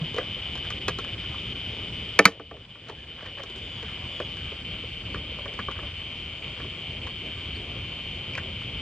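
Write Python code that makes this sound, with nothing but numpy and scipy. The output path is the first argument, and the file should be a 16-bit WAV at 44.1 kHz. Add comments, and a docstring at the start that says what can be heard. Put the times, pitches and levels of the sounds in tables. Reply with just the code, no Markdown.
"""The engine bay of a car in a suburb: a cicada buzzes close by, as trains of clicks ringing a hollow body.
Behind it lie a distant insect chorus, two crickets, far bird whistles, a low hum and thin hiss, from noise and tones.
Close up, gloved hands knock plastic clips and a steel socket drops on a plastic cover, as contacts that ring modes.
The drop overloads the camera microphone, and its gain control ducks the scene for about a second."""
import sys
import numpy as np
from scipy import signal
from scipy.fft import rfft, irfft, next_fast_len
from scipy.io import wavfile
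from scipy.ndimage import uniform_filter1d, map_coordinates

SR = 44100
rng = np.random.default_rng(int(sys.argv[2]) if len(sys.argv) > 2 else 0)


def inscribe(sig):
    """Save sig as 16-bit PCM at rate SR to the path in sys.argv[1].

    A 1-D sig is mono; a 2-D sig holds one channel per row.
    Samples are clipped to [-1, 1] before scaling.
    """
    pcm = np.round(np.clip(np.atleast_2d(sig).T, -1, 1) * 32767)
    wavfile.write(sys.argv[1], SR, pcm.astype(np.int16))


N = 388521

# Level of the close cicada between its rests. Each row: time in seconds, level in dB.
CICADA_LEVEL = [(0, -35.5), (1.8, -35.5), (2.6, -39), (4.1, -38), (6.2, -38), (8.82, -36.5)]
# Short rests in its song. Each row: middle in seconds, length in seconds.
SONG_RESTS = [(.033, .014), (.414, .008), (.799, .017), (1.165, .027), (1.543, .018), (1.916, .018),
              (2.303, .014), (2.671, .024), (3.06, .018), (3.447, .021), (3.84, .015), (4.241, .013),
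              (4.636, .02), (5.039, .024), (5.469, .018), (5.932, .015), (6.409, .024), (7.005, .021)]
# Modes of the cicada's drum and hollow belly. Each row: frequency in Hz, nominal width in Hz,
# relative level early in dB, relative level late in dB.
BELLY_MODES = [(2160, 300, -14.5, -14), (2315, 77, -10, -6.5), (2430, 72, -8, -7.5), (2553, 41, -7, -7),
               (2603, 83, -15, -21.5), (2754, 96, -12, -6.5), (2895, 32, -1, -4.5), (2954, 40, -2.5, -3),
               (3063, 44, 2.5, 1), (3122, 34, -5, 0.5), (3174.5, 39, 0.5, -2), (3312, 25, -11, -4.5),
               (3430, 150, -21, -15), (3460, 50, -6, -11.5), (3554, 34, -11, -12.5),
               (3633, 37, -12.5, -12.5), (3800, 340, -22.5, -25.5), (4400, 160, -31, -28),
               (4790, 380, -27, -31)]
# Knocks on plastic, close up. Each row: start in seconds, peak of the thud in dB, of the clack in dB,
# of the snap in dB, clack frequency in Hz, thud frequency in Hz, width of the clack in octaves.
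PLASTIC_KNOCKS = [(.143, -30, -38, -35, 1220, 440, .5), (.164, -27.5, -45, -33, 1130, 440, .5),
                  (.183, -18.5, -18.5, -35.5, 1496, 503, 1.3), (.209, -32, -32, -62, 1570, 524, .4),
                  (.272, -45, -50, -57, 1200, 333, .5), (.366, -41, -53, -57, 1190, 500, 0.54),
                  (.554, -39, -34, -35, 1040, 656, 0.66), (.577, -54, -35, -42, 1600, 610, .4),
                  (.649, -51, -32.5, -50, 1570, 600, .3), (.668, -42, -42, -55, 1200, 680, .4),
                  (.704, -51, -26.5, -29.5, 1550, 460, .7), (.882, -20, -16, -17, 1360, 400, 0.78),
                  (.894, -28, -30, -31, 1590, 400, .6), (.987, -29, -25.5, -28, 1350, 430, 0.67),
                  (1.046, -77, -31.5, -40, 1300, 700, .6), (1.242, -76, -38.5, -49, 1440, 497, .15),
                  (1.344, -62, -33, -52, 1160, 500, .15), (2.755, -53, -32, -57, 1480, 490, .6),
                  (2.887, -32, -39, -33, 1180, 630, .6), (2.898, -27, -27, -34, 1040, 417, .2),
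                  (2.925, -30, -53, -50, 950, 850, .2), (3.189, -46, -33, -52, 1620, 500, 0.55),
                  (3.225, -32.5, -36, -49, 1490, 596, .5), (3.26, -46.5, -27, -47, 1800, 423, .5),
                  (3.374, -37, -35, -54, 1070, 550, .3), (3.397, -34, -33, -52, 1060, 530, .3),
                  (3.435, -35, -34, -30, 1300, 424, .5), (3.499, -33.5, -42, -38, 1300, 385, .5),
                  (3.56, -39, -40, -39, 1530, 390, .5), (3.829, -35.5, -35.5, -41, 1730, 446, 0.45),
                  (4.201, -23, -24.5, -47, 1340, 400, 0.53), (4.369, -49, -37, -40.5, 1590, 435, .3),
                  (4.519, -33.5, -40, -54, 1060, 550, .4), (4.838, -35, -59, -55.5, 1200, 497, 0.37),
                  (5.144, -30.5, -24.5, -47, 1440, 400, .45), (5.158, -40, -33, -54, 1230, 480, .9),
                  (5.318, -37, -51, -50, 1200, 495, .4), (5.387, -35, -35, -56, 1040, 527, .12),
                  (5.457, -34.5, -30, -52, 1050, 565, .8), (5.464, -44, -38, -55, 1750, 554, .3),
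                  (5.48, -37, -49, -55, 1200, 590, .4), (5.538, -40, -37, -37, 1640, 504, .3),
                  (5.59, -35, -22, -50, 1200, 400, 0.7), (5.594, -30, -23, -52, 1550, 190, .5),
                  (5.685, -28, -22, -65, 1140, 532, .2), (5.714, -49, -32, -46, 1440, 500, 0.35),
                  (5.79, -38, -29.5, -51, 1250, 377, .35), (5.832, -37, -38, -65, 1240, 570, .3),
                  (6.601, -37, -30, -52, 1130, 387, .4), (6.645, -37, -38, -61, 1090, 380, .4),
                  (7.07, -39, -32, -39, 1160, 460, .4), (8.336, -56, -29, -48, 2430, 500, .1),
                  (8.352, -46, -22.5, -40, 2420, 530, .12), (8.359, -51, -37, -56, 1300, 504, .4),
                  (8.377, -38.5, -24, -40, 1470, 630, .45), (8.381, -45, -24, -45, 1800, 646, 0.34),
                  (8.617, -56, -37, -54, 1090, 420, .3)]
# Modes of clips and hoses, before detuning and damping. Each row: frequency in Hz, relative level in dB,
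# time to fall by 60 dB in seconds.
PLASTIC_MODES = [(317, -2, 0.1), (398, 4.5, 0.053), (461, 17, 0.034), (552, -2.5, 0.1), (671, -2, 0.099),
                 (817, -28, 0.029), (1040, -13, 0.026), (1160, 5, 0.057), (1264, 8, 0.028),
                 (1466, -0.5, 0.058), (1650, 5, 0.049), (1947, 5, 0.045), (2193, 0.5, 0.046),
                 (2505, 3, 0.033), (2530, 4, 0.02), (3120, 11, 0.013), (3780, 5.5, 0.012),
                 (4080, 4, 0.0092), (4780, -3.5, 0.0097), (5540, 0.5, 0.012), (6270, -1, 0.014),
                 (8200, -33, .01), (11200, -9.5, 0.0054), (12500, -14.5, .006)]
# The socket lands, tips over and rocks. Each row: start in seconds, peak of the thud in dB, of the clack in dB,
# of the snap in dB, clack frequency in Hz, thud frequency in Hz, width of the clack in octaves.
SOCKET_DROPS = [(2.1907, -6.5, 0.5, -8.5, 2310, 444, 1.7), (2.2542, -8.5, 7.5, 4, 2340, 195, 1.6),
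                (2.245, -30, -40, -31, 2300, 450, 1.), (2.276, -16.5, -21, -29, 1820, 456, 1.2),
                (2.282, -34, -27, -28, 2325, 455, 0.85), (2.397, -20, -21, -51, 1190, 446, 0.67),
                (2.511, -23, -24, -49, 1196, 450, 0.63), (2.568, -32.5, -35, -53, 1380, 460, 0.82)]
# Modes of socket on cover, before detuning and damping. Each row: frequency in Hz, relative level in dB,
# time to fall by 60 dB in seconds.
COVER_MODES = [(190, 3.5, 0.11), (290, -1, 0.14), (400, -2, 0.13), (454, -6, 0.17), (570, -2, 0.085),
               (670, 2.5, 0.077), (822, -2.5, 0.093), (873, -3.5, 0.06), (1173, 3.5, 0.05),
               (1300, -0.5, 0.055), (1360, 0.5, 0.027), (1482, 1.5, 0.044), (1798, 3.5, 0.04),
               (1860, -5.5, 0.054), (2090, -8.5, 0.058), (2310, 8.5, 0.018), (2570, 0, 0.03),
               (2804, -6, 0.0042), (3120, 1.5, 0.015), (3450, -7, 0.01), (3800, -5.5, 0.018),
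               (4380, -3, .014), (4830, -9, 0.011), (5350, -6.5, 0.0089), (6100, -2.5, 0.01),
               (7150, -8.5, 0.0041), (8000, -13, 0.0063), (9570, -11.5, 0.0085), (11100, -14, 0.0095),
               (13400, -17, .003)]
# Gloves and sleeves rub over parts. Each row: start in seconds, length in seconds,
# level before the swell and fade in dB, centre in Hz, octaves from the centre to either edge.
GLOVE_RUBS = [(0.132, 0.088, -38.5, 900, 1.8), (0.552, 0.21, -53, 1490, 1.2),
              (2.271, 0.13, -36.5, 448, 0.61), (2.928, 0.15, -48.5, 1650, .12),
              (2.515, 0.072, -36, 500, 0.45), (2.849, 0.094, -37.5, 900, 1.66),
              (3.15, 0.17, -41, 1270, 1.13), (3.358, 0.079, -40, 1200, 1.2),
              (3.543, 0.068, -59.5, 5090, 0.64), (3.782, 0.26, -46, 1530, 0.91),
              (5.731, 0.068, -47, 1300, 0.38), (6.555, 0.057, -46.5, 1300, 0.6)]
# A knee against the body panel. 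The row: start in seconds, level before the build-up in dB,
# frequency in Hz, time to fall by 60 dB in seconds.
KNEE_BUMP = (.012, -13, 155, .11)
# Far bird whistles. Each row: start in seconds, length in seconds, level before the swell in dB, first pitch in Hz,
# top pitch in Hz, last pitch in Hz, place of the top from 0 to 1.
BIRD_WHISTLES = [(2.6, .15, -50, 3420, 3420, 3380, .3), (3.55, .29, -45, 3590, 3670, 3230, .15),
                 (4.055, .23, -42.5, 3440, 3440, 3260, .25), (7.534, .042, -44.5, 3500, 4680, 3900, .72)]
# Distant crickets. Each row: frequency in Hz, width to either side in Hz, level in dB, rise in dB per second,
# left minus right in dB.
CRICKET_BANDS = [(4370, 130, -72, .7, 0), (4640, 200, -69, 0, 2)]
# Colour of air and traffic, alike in both ports. Each row: frequency in Hz, relative level per Hz in dB.
HUM_COLOUR = [(20, -30), (40, -6), (60, 0), (90, 2), (170, -6), (300, -11.5), (550, -15.5), (850, -22.5),
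              (1200, -21.5), (1700, -24.5), (4000, -31), (6000, -42), (8300, -47), (9500, -69.5)]
# Level of that hum. Each row: time in seconds, level in dB.
HUM_LEVEL = [(0, -38.5), (2, -39), (2.7, -40), (3.7, -39.5), (4.3, -39.5), (5, -39.5), (5.8, -40.5),
             (6.5, -39), (8.82, -39.5)]
# Colour of the microphone hiss, opposite in the ports. Each row: frequency in Hz, relative level per Hz in dB.
HISS_COLOUR = [(24, -93), (40, -45), (106, -36.5), (212, -18), (773, -22), (1890, -26), (2430, -18),
               (3110, -6.5), (3890, -19), (4520, -19.5), (5520, -27), (6250, -29.5), (15300, -42)]

CHORUS_DB, HISS_DB = -48.5, -51
# The beat slows late on; every second buckle is weaker.
BUCKLES_PER_S, TIRES_AT_S, SAG_PER_S2, WEAK_DB = 164, 7, 2.5, -4
REST_DB, RESTART_DB, RESTART_S = -12.5, 2, .03  # after each rest it starts again with an accent
TURN_S, TURN_TAKES_S = 4, 0.74  # the colour of the song changes over around this time
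SHIMMER, SHIMMER_S = .9, .12  # the colour wanders to and fro between the two
WAVER_S, WAVER_SPAN_S = .00011, .07  # the path length wavers, and the pitch with it
CRACK_DB, CRACK_HZ = 3, (500, 5000)  # the bare contact, against the mean of clack and snap
CHEEP_SWELL_DB = 6  # a whistle starts this much softer
OCTAVE_DB, FLUTTER_DB = -25, 1.5  # a whistle's faint overtone, and its unsteady strength on the way
EDGE_HZ = 16300  # upper limit of the microphone channel


def gain_of(db):
    """Decibels to amplitude."""
    return 10 ** (np.asarray(db) / 20)


def evened(x):
    """Scales to rms 1."""
    return x / np.sqrt(np.mean(x ** 2) + 1e-20)


def colour(x, points):
    """Filters by a (Hz, dB) table, straight lines over log frequency."""
    size = next_fast_len(N)
    table_hz, table_db = np.transpose(points)
    f = np.fft.rfftfreq(size, 1 / SR)
    shape = gain_of(np.interp(np.log(f + 1), np.log(table_hz), table_db, -90, -90))
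    return irfft(rfft(x, size) * shape, size)[..., :N]


def smoothed(x, span):
    """Two moving averages in a row."""
    return uniform_filter1d(uniform_filter1d(x, span), span)


def drift(seconds, count=1):
    """Slow random wander of rms 1."""
    span = max(int(seconds * SR), 2)
    return evened(smoothed(rng.standard_normal((count, N)), span))


def bandpass(x, edges):
    """Keeps the band between two edges in Hz."""
    return signal.sosfilt(signal.butter(3, edges, "band", fs=SR, output="sos"), x)


def add(mix, s, sound):
    """Mixes a sound in at a time in seconds."""
    part = mix[:, round(s * SR):][:, :sound.shape[1]]
    part += sound[:, :part.shape[1]]


def cicada(jitter=.016, breathy=.22, sharp=1.4, uneven_db=1.2, blur_s=.008, left_db=2.5, lead=1.5):
    """Two drums buckle in turn, slightly off the beat; each click comes with a puff of finer random clicks."""
    t = np.arange(N) / SR
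    level_db = np.interp(t, *np.transpose(CICADA_LEVEL))
    rate = BUCKLES_PER_S - SAG_PER_S2 * np.maximum(t - TIRES_AT_S, 0)
    turns = np.cumsum(rate) / SR + jitter * drift(.005)[0]  # count of buckles so far
    clicks = np.diff(np.maximum.accumulate(np.floor(turns)), prepend=0)
    weak_turn = np.floor(turns + .5) % 2
    strength = gain_of(WEAK_DB * weak_turn + uneven_db * drift(0.0049)[0])
    puffs = np.exp(sharp * np.cos(2 * np.pi * turns)) * rng.standard_normal(N)
    drive = strength * ((1 - breathy) * evened(clicks) + breathy * evened(puffs))

    singing_db = np.zeros(N)
    for middle, length in SONG_RESTS:
        singing_db += REST_DB * np.exp(-((t - middle) / (length / 2)) ** 4)
        since = np.maximum(t - middle - length / 2, 0)
        singing_db += RESTART_DB * (since > 0) * np.exp(-since / RESTART_S)

    echoes = rfft(rng.standard_normal(4000) * np.exp(-t[:4000] / blur_s), next_fast_len(N))
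    blur = echoes / abs(echoes)  # close echoes smear the pulses of the outer modes
    shimmer = SHIMMER * drift(SHIMMER_S)[0]
    left = gain_of(left_db) * belly(drive, lead, blur, shimmer)
    right = belly(drive, 0, blur, shimmer)
    place = np.arange(N) + SR * WAVER_S * drift(WAVER_SPAN_S)[0]
    pair = np.array([map_coordinates(port, [place], order=3, mode="nearest") for port in (left, right)])
    return gain_of(level_db + singing_db) * evened(pair)


def belly(x, lead=0., blur=1.0, shimmer=0.):
    """Rings the cicada's modes, neighbours in opposite phase, early colour to late; lead in samples."""
    size = next_fast_len(N)
    f = np.fft.rfftfreq(size, 1 / SR)
    rings = np.array([(-1) ** k / (1 + 2j * (f - row[0]) / row[1]) ** 1.46
                      for k, row in enumerate(BELLY_MODES)])
    path = np.where((f < 2670) | (f > 3750), blur, 1) * np.exp(2j * np.pi * f * lead / SR)
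    arriving = rfft(x, size) * path
    early_db, late_db = np.transpose(BELLY_MODES)[2:]
    early = irfft(arriving * (gain_of(early_db) @ rings), size)[..., :N]
    late = irfft(arriving * (gain_of(late_db) @ rings), size)[..., :N]
    turned = .5 + .5 * np.tanh((np.arange(N) / SR - TURN_S) / TURN_TAKES_S + shimmer)
    return (1 - turned) * early + turned * late


def knock(row, modes, spread, chatter, ring, own_db, own_t60, tail_db, tail_s,
          scatter_db=-6, scatter_s=0.012, left_db=0.4):
    """A sharp contact and its chatter ring the struck part and modes near it; the engine bay scatters the sound."""
    s, thud_db, clack_db, snap_db, clack_hz, thud_hz, reach = row
    hz, db, t60 = np.transpose(modes)[:, :, None]
    t = np.arange(5000) / SR
    detune, turn = rng.uniform(-1, 1, (2, len(modes) + 2, 1))

    # modes far from the struck part's thud and clack are softer
    middle = (hz > 900) & (hz < 2900)
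    db = db - middle * 1.6 * (np.log2(hz / clack_hz) / reach) ** 2
    db = db - (hz <= 900) * 2.9 * np.log2(hz / thud_hz) ** 2
    # the struck part adds two modes of its own
    hz = np.append(hz * (1 + spread * detune[2:]), [[thud_hz], [clack_hz]], 0)
    db = np.append(db, [[own_db]] * 2, 0)
    t60 = np.append(ring * t60, [[2.05 * own_t60], [own_t60]], 0)

    first, later = rng.standard_normal((2, len(t)))
    contacts = first ** 3 * np.exp(-t / max(chatter, 2e-4))
    contacts = contacts / np.linalg.norm(contacts) + 1.8 * (t == 0)
    skew = (.98 + .3 * turn) * np.minimum(hz / 6500, 1) ** 1.4  # the ports drift out of phase toward the treble
    fading = (1 - np.exp(-t * hz)) ** 2 * gain_of(db - 60 * t / t60)  # each mode builds up over a cycle
    rings = np.array([fading * np.sin(2 * np.pi * hz * t + side * skew) for side in (1, -1)])

    sound = np.zeros((2, len(t)))
    group = np.digitize(hz[:, 0], (900, 2900))  # thud, clack, snap
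    decays_s = np.array([[scatter_s], [tail_s]])
    for k, (level_db, linger) in enumerate([(thud_db, 1.3), (clack_db, 1.), (snap_db, .8)]):
        # treble is soaked up first
        near, far = np.exp(-t / (linger * decays_s)) * (1 - np.exp(-t / 0.0035)) * later
        drive = contacts + gain_of(scatter_db) * near / np.linalg.norm(near)
        drive = drive + gain_of(tail_db) * far / np.linalg.norm(far)
        part = signal.fftconvolve(rings[:, group == k].sum(1), drive[None])[:, :len(t)]
        sound += gain_of(level_db) * part / abs(part).max()

    crack = bandpass(drive - (t == 0), CRACK_HZ)  # the bare contact, its first instant reduced
    crack = gain_of((clack_db + snap_db) / 2 + CRACK_DB) * crack / abs(crack).max()
    sound += [crack, np.roll(crack, 2)]  # the right port hears it two samples later
    return s, sound * gain_of([[left_db], [0]])


def plastic_knock(row):
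    """Clips and hoses are loosely fixed: their modes scatter in pitch and are well damped."""
    return knock(row, PLASTIC_MODES, spread=0.049, chatter=0.0027, ring=0.65,
                 own_db=9, own_t60=0.023, tail_db=-13, tail_s=0.012)


def socket_drop(row):
    """The steel socket rings the cover at nearly fixed pitches, with a longer tail from the bay."""
    return knock(row, COVER_MODES, spread=0.004, chatter=0.0018, ring=0.79,
                 own_db=6, own_t60=0.016, tail_db=-13.5, tail_s=0.028,
                 scatter_db=-8, scatter_s=.004, left_db=-.4)


def rub(row, grain_db=5.5):
    """Grainy friction noise in one band, swelling and fading."""
    s, length, db, centre_hz, octaves = row
    size = int(length * SR)
    grains = rng.standard_normal((2, 8000))
    clumps = gain_of(grain_db * evened(uniform_filter1d(grains[1], 90)))
    edges = np.clip(centre_hz * 2. ** np.array([-octaves, octaves]), 50, 15000)
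    band = bandpass(grains[0] * clumps, edges)[:size]
    return s, gain_of(db) * evened(band) * np.hanning(len(band)) * np.ones((2, 1))


def bump():
    """A soft push swells and fades in a wide panel."""
    s, db, hz, t60 = KNEE_BUMP
    t = np.arange(9000) / SR
    envelope = gain_of(db - 60 * t / t60) * (1 - np.exp(-t / 0.0058)) ** 2
    return s, envelope * np.sin(2 * np.pi * hz * t) * np.ones((2, 1))


def cheep(row):
    """A far whistle that swells up, glides to its top and falls, quickly at first."""
    s, length, db, first_hz, top_hz, last_hz, top = row
    u = np.arange(0, 1, 1 / (length * SR))
    climb = np.sin(np.pi / 2 * np.minimum(u / top, 1)) ** 2
    fall = np.clip((u - top) / (1 - top), 0, 1) ** .85
    pitch_hz = first_hz + (top_hz - first_hz) * climb + (last_hz - top_hz) * fall
    phase = 2 * np.pi * np.cumsum(pitch_hz) / SR
    tone = np.sin(phase) + gain_of(OCTAVE_DB) * np.sin(2 * phase)
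    tone *= signal.windows.tukey(len(u), .3)
    flutter = evened(uniform_filter1d(rng.standard_normal(20000), 900))[:len(u)]
    level_db = db - CHEEP_SWELL_DB * (1 - u) ** 2 + FLUTTER_DB * flutter
    return s, gain_of(level_db) * tone * np.array([[1.15], [.85]])  # a little to the left


def chorus(apart=.5, swell_db=1.):
    """Many far cicadas blur into noise of the near one's colour, partly different in the two ports."""
    common, left, right = rng.standard_normal((3, N))
    blurred = evened(belly(np.array([common + apart * left, common + apart * right])))
    return blurred * gain_of(CHORUS_DB + swell_db * drift(0.15))


def crickets(waver_db=3.5):
    """Distant crickets are narrow bands of noise that waver in level."""
    out = np.zeros((2, N))
    for hz, width, db, rise_db, pan_db in CRICKET_BANDS:
        points = [(hz - width, -30), (hz, 0), (hz + width, -30)]
        band = evened(colour(rng.standard_normal((2, N)), points))
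        level_db = db + rise_db * np.arange(N) / SR + waver_db * drift(0.082)
        out += band * gain_of(level_db + pan_db * np.array([[.5], [-.5]]))
    return out


def air(swell_db=.5, patchy_db=1.6):
    """A low hum in drifting patches reaches both ports alike; the thin hiss is opposite in the two."""
    z = signal.stft(colour(rng.standard_normal(N), HUM_COLOUR), nperseg=1024)[2]
    patches = uniform_filter1d(rng.standard_normal(z.T.shape).T, size=12, axis=0)  # over frequency
    patches = evened(uniform_filter1d(patches, size=10, axis=1))  # over time
    hum = evened(signal.istft(z * gain_of(patchy_db * patches), nperseg=1024)[1][:N])
    level_db = np.interp(np.arange(N) / SR, *np.transpose(HUM_LEVEL))
    hum *= gain_of(level_db + swell_db * drift(0.037)[0])
    hiss = evened(colour(rng.standard_normal(N), HISS_COLOUR)) * gain_of(HISS_DB)
    return np.array([hum + hiss, hum - hiss])


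def scene():
    """Insects and air, with the hands' work and the birds on top."""
    mix = cicada() + chorus() + crickets() + air()
    for row in PLASTIC_KNOCKS:
        add(mix, *plastic_knock(row))
    for row in SOCKET_DROPS:
        add(mix, *socket_drop(row))
    for row in GLOVE_RUBS:
        add(mix, *rub(row))
    add(mix, *bump())
    for row in BIRD_WHISTLES:
        add(mix, *cheep(row))
    return mix


def record(dry, knee_db=-24, share=0.55, recover_db=16.0, lag_s=0.035):
    """Gain control reacts late to loud hits and recovers slowly; peaks clip; then the band limits."""
    power = abs(uniform_filter1d((dry ** 2).mean(0), 440, origin=219))
    power_db = 10 * np.log10(power + 1e-12)
    fall = np.arange(N) * recover_db / SR  # recover_db is per second
    held_db = np.maximum.accumulate(power_db + fall) - fall
    over_db = np.maximum(held_db - knee_db, 0)
    keep = np.exp(-1 / (lag_s * SR))
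    late_db = over_db
    for _ in range(2):  # two lags in a row
        late_db = signal.lfilter([1 - keep], [1, -keep], late_db)
    clipped = np.clip(dry / gain_of(share * late_db), -1, 1)
    input_coupling = signal.butter(2, 35, "high", fs=SR, output="sos")
    coupled = signal.sosfilt(input_coupling, clipped)
    band_limit = signal.firwin(511, EDGE_HZ, window=("kaiser", 9), fs=SR)
    return signal.oaconvolve(coupled, band_limit[None], "same")


dry = scene()
out = record(dry)
inscribe(out)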